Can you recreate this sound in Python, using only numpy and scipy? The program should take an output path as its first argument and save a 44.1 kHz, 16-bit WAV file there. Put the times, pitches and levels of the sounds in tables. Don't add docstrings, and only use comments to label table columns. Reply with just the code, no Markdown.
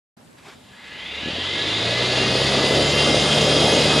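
import sys
import numpy as np
from scipy import signal
from scipy.fft import rfft, irfft, next_fast_len
from scipy.io import wavfile
from scipy.ndimage import uniform_filter1d, map_coordinates

SR = 44100
rng = np.random.default_rng(int(sys.argv[2]) if len(sys.argv) > 2 else 0)


def transcribe(u):
    v = np.clip(np.atleast_2d(u).T, -1, 1)
    q = np.round(v * 32767).astype(np.int16)
    wavfile.write(sys.argv[1], SR, q)


def gain_from_decibels(decibels):
    exponent = np.asarray(decibels, float) / 20
    return 10 ** exponent


N = 176400
TIME = np.arange(N) / SR
BALLS_PER_TURN = 4.83

# frequency in Hz, level in dB per Hz.
GRIND_COLOUR = [(530, -23), (900, -2), (1560, -5), (2070, -3), (2250, -3), (3180, 1), (4180, -1.5),
                (5020, -3), (8000, -16.5), (10400, -20), (17600, -120)]


def unit(x):
    return x / np.sqrt(np.mean(x ** 2) + 1e-20)


def along(points, hz):
    f, v = np.transpose(points)
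    return np.interp(np.log(hz + 1), np.log(f + 1), v)


def wobble(rate):
    coarse = np.arange(0, N + 16, 16)
    knots = rng.standard_normal(int(N * rate / SR) + 4)
    curve = map_coordinates(knots, [coarse * rate / SR], mode="nearest")
    return np.interp(np.arange(N), coarse, curve)


def unsteady_tone(phase, width_hz):
    return unit(wobble(width_hz) * np.sin(phase) + wobble(width_hz) * np.cos(phase))


def filtered(x, response):
    m = next_fast_len(N + SR // 2)
    return irfft(rfft(x, m) * response(np.fft.rfftfreq(m, 1 / SR)), m)[..., :N]


def noise(spectrum, patchy_db):
    z = signal.stft(rng.standard_normal(N), nperseg=512)[2]
    patches = uniform_filter1d(rng.standard_normal(z.shape), size=5, axis=0)
    patches = uniform_filter1d(patches, size=10, axis=1)
    x = signal.istft(z * gain_from_decibels(patchy_db * unit(patches)), nperseg=512)[1][:N]
    return unit(filtered(x, lambda hz: gain_from_decibels(along(spectrum, hz))))


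def room():
    # frequency in Hz, level in dB per Hz.
    colour = [(15, -54), (25, -15), (129, -3.5), (202, -3), (242, -1), (358, -11), (502, -9), (1040, -13.5),
              (12800, -33), (16600, -68), (22000, -120)]
    # frequency in Hz, likeness (1 is the same).
    likeness = [(60, 0.91), (170, 0.88), (500, 0.055), (1460, 0.034), (4250, 0.41), (12300, 0.18)]

    def angle(hz):
        return np.arccos(np.clip(along(likeness, hz), -1, 1)) / 2

    mid = filtered(noise(colour, patchy_db=1.0), lambda hz: np.cos(angle(hz)))
    side = filtered(noise(colour, patchy_db=3.0), lambda hz: np.sin(angle(hz)))
    return gain_from_decibels(-49.5) * np.array([mid + side, mid - side])


def driver_whistle():
    # frequency in Hz, width in Hz, level in dB.
    lines = [(7130, 90, -69), (7760, 60, -71), (8640, 120, -72), (10500, 500, -73), (12500, 300, -82)]
    start_s = .212
    total = sum(gain_from_decibels(db) * unsteady_tone(2 * np.pi * hz * TIME, width) for hz, width, db in lines)
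    return total * (TIME > start_s)


def coil_ticks():
    # start in seconds, level in dB.
    snaps = [
        (.212, -60),
        (.247, -57),
        (.262, -59),
        (.275, -55),
        (.313, -52),
        (.33, -48),
        (.342, -54),
        (.39, -56),
        (.56, -47),
    ]
    # frequency in Hz, level in dB.
    colour = [(1500, -20), (3500, 12), (6000, -10), (9000, -2), (11000, -9), (14000, -13)]
    fade_s = 0.0078
    level = sum(gain_from_decibels(db - 60 * np.abs(TIME - s) / fade_s) * (TIME > s) for s, db in snaps)
    return level * unit(filtered(rng.standard_normal(N), lambda hz: gain_from_decibels(along(colour, hz))))


def platter_scrape():
    # frequency in Hz, level in dB per Hz.
    colour = [(180, -27), (300, -5), (411, -5), (458, -17), (553, -11), (914, -6), (3810, -11.5),
              (12800, -35), (16600, -62), (22000, -120)]
    # middle in seconds, half length in seconds, level in dB.
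    strokes = [
        (0.39, 0.012, -50.5),
        (0.492, 0.041, -43),
    ]
    level = sum(gain_from_decibels(db) * np.exp(-.5 * ((TIME - s) / half) ** 2) for s, half, db in strokes)
    roughness = gain_from_decibels(1.5 * wobble(170))
    return level * unit(noise(colour, patchy_db=1.2) * roughness)


def spin():
    # time in seconds, balls passing in Hz, bearing load in dB.
    speed_up = [(0.8, 97.3, -4), (0.85, 110.2, -2), (1.16, 172, 1.5), (1.37, 206, 2), (1.52, 230.3, 2),
                (1.74, 261.3, 1.5), (2.06, 299.5, 0.5), (2.64, 334.7, 0.5), (2.98, 347.5, -0.5),
                (3.46, 358.9, 0), (4.0, 362, -0.5)]
    start_s = .5
    s, hz, load_db = np.transpose([(start_s, 1, 0)] + list(speed_up))
    ball_hz = uniform_filter1d(np.interp(TIME, s, hz), size=SR // 8, mode="nearest")
    turn_hz = ball_hz / BALLS_PER_TURN
    speed_db = 20 * np.log10(turn_hz / turn_hz.max())
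    return np.cumsum(turn_hz) / SR, speed_db, np.interp(TIME, s, load_db)


def rim_hiss(speed_db):
    # frequency in Hz, level in dB per Hz.
    colour = [(2940, -37), (5000, 5), (5900, -7), (6760, -4), (8040, -13.5), (8870, -8.5), (10000, -12.5),
              (12800, -30), (16600, -68), (22000, -120)]
    top_hz = 12700
    hiss = filtered(noise(colour, patchy_db=3.1), lambda hz: 1 / (1 + (hz / top_hz) ** 40))
    return hiss * gain_from_decibels(-28.5 + 6.64 * speed_db + 0.27 * wobble(29.9))


def air_thuds():
    # middle in seconds, peak level in dB, pitch in Hz.
    thuds = [(1.234, -25, 181), (1.261, -20, 250), (1.274, -24, 200), (1.286, -17, 298), (1.309, -25, 200),
             (1.335, -24, 180), (1.386, -20, 334), (2.355, -8, 447), (2.419, -9, 502.7),
             (2.611, -10.5, 380), (2.644, -8, 448), (2.71, -7.5, 334), (2.89, -15, 480),
             (3.146, -6.5, 448.4), (3.567, -6.5, 453)]
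    total = np.zeros(N)
    for s, db, hz in thuds:
        v = np.pi * hz * (TIME - s)
        total -= gain_from_decibels(db) * (1 - 2 * v * v) * np.exp(-v * v)
    return total


def air_flap(turns, speed_db):
    # frequency in Hz, level in dB per Hz.
    colour = [(24, -39), (40, -23.5), (102, -4), (145, -7.5), (194, -3), (619, 0), (1050, -14),
              (1170, -8.5), (1800, -18.5), (2340, -48), (3960, -120)]
    lumps = gain_from_decibels(0.5 * wobble(90) - 0.5 * wobble(11))
    once_a_turn = 1 + 0.068 * np.cos(2 * np.pi * turns)
    flap = unit(noise(colour, patchy_db=1.5) * lumps * once_a_turn)
    return flap * gain_from_decibels(-20.5 + 3.36 * speed_db)


def platter_hum(turns, speed_db):
    # multiple of the turning rate, level in dB.
    orders = [(1, -34.5), (1.5, -40.5), (2, -29), (3, -37), (5, -43), (6, -36), (7, -38), (8, -41),
              (16, -78)]
    # frequency in Hz, gain in dB.
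    carpet = [(50, -9), (66, -3), (78, -0.5), (90, 1.5), (100, -5.5), (113, 1.5), (150, 2), (700, 4)]
    grows, overtone_grows = 2.25, 0.19
    hum = np.zeros(N)
    for k, db in orders:
        level_db = db + overtone_grows * k * speed_db + 1.2 * wobble(9.2)
        hum += np.sqrt(2) * gain_from_decibels(level_db) * np.sin(2 * np.pi * k * turns + rng.uniform(0, 6.27))
    return filtered(hum * gain_from_decibels(grows * speed_db), lambda hz: gain_from_decibels(along(carpet, hz)))


def casting(hz):
    # frequency in Hz, width in Hz, gain in dB.
    rings = [(1180, 160, -3.5), (1695, 27, 12), (1930, 63, 7), (2014, 17, 11), (2101, 94, 8), (2530, 35, 9),
             (2790, 63, 9.5), (3092, 104, 7), (3257, 110, 6.5), (3528, 140, 10), (3880, 210, 9),
             (4580, 310, 6), (4946, 33, 4.5), (6840, 160, 8.5)]
    peaks = sum((gain_from_decibels(db) ** 2 - 1) / (1 + (2 * (hz - centre) / width) ** 2) for centre, width, db in rings)
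    return np.sqrt(1 + peaks)


def bearing_grind(speed_db, load_db):
    grind_db, rub_db, rub_s = -21.5, -58, 0.525
    bright_hz = 2550
    grind = unit(filtered(noise(GRIND_COLOUR, patchy_db=0.5), casting))
    grind = grind * gain_from_decibels(grind_db + .4 * wobble(4.4) + 0.9 * wobble(70))
    dull = filtered(grind, lambda hz: 1 / (1 + (hz / bright_hz) ** 4))
    bright = grind - dull
    rub = bright * gain_from_decibels(rub_db - grind_db) * np.clip((TIME - rub_s) / 0.04, 0, 1)
    rolling = dull + bright * gain_from_decibels(1.28 * speed_db)
    return rolling * gain_from_decibels(1.62 * speed_db + load_db) + rub


def bearing_whine(turns, speed_db, load_db):
    # multiple of the ball rate, level in dB.
    main_orders = [(6, -39), (7, -42), (8, -41), (9, -38), (11, -47)]
    low_hz = 1540
    phase = 2 * np.pi * BALLS_PER_TURN * turns + 0.052 * wobble(40)
    orders = [(k, db + 1.2 * speed_db) for k, db in main_orders]
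    orders += [(k, -53 + 0.4 * speed_db) for k in (10, *range(12, 24))]
    tones = sum(gain_from_decibels(db + 2.6 * wobble(9)) * np.sin(k * phase + k * k) for k, db in orders)
    swing = 1 + 2 * gain_from_decibels(-14) * np.cos(2 * np.pi * turns)

    def tone_path(hz):
        ringing = casting(hz) ** 1.5
        return ringing * gain_from_decibels(along(GRIND_COLOUR, hz)) / (1 + (low_hz / (hz + 1)) ** 8)

    tones = filtered(tones * swing, tone_path)
    ridge = unsteady_tone(14.3 * phase, width_hz=900) * gain_from_decibels(-34.5 + 1.18 * speed_db)
    ridge = filtered(ridge, lambda hz: casting(hz) * gain_from_decibels(along(GRIND_COLOUR, hz)))
    return (tones + ridge) * gain_from_decibels(load_db)


def scene():
    # frequency in Hz, side over middle in dB.
    spread = [(40, -42), (170, -31), (500, -24.5), (1460, -19.5), (4250, -16.5), (9000, -15.5), (13000, 1)]
    echo_s, lean_db = 0.59, .15
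    turns, speed_db, load_db = spin()
    drive = driver_whistle() + coil_ticks() + platter_scrape()
    drive += rim_hiss(speed_db) + air_thuds() + air_flap(turns, speed_db) + platter_hum(turns, speed_db)
    drive += bearing_grind(speed_db, load_db) + bearing_whine(turns, speed_db, load_db)
    echo = rng.standard_normal(SR // 3) * gain_from_decibels(-60 * np.arange(SR // 3) / SR / echo_s)
    reflected = signal.fftconvolve(drive, echo / np.linalg.norm(echo))[:N]
    side = filtered(reflected, lambda hz: gain_from_decibels(along(spread, hz)))
    return np.array([drive + side, drive - side]) * gain_from_decibels([[lean_db], [-lean_db]]) + room()


def roll_off(x):
    return signal.sosfilt(signal.butter(12, 15250, fs=SR, output="sos"), x)


def record(dry):
    low_hz, open_s, fade_s = 63, .166, .006
    mic = filtered(dry, lambda hz: 1 / np.sqrt(1 + (low_hz / (hz + 1)) ** 4))
    return roll_off(mic * np.clip((TIME - open_s) / fade_s, 0, 1))


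dry = scene()
out = record(dry)
transcribe(out)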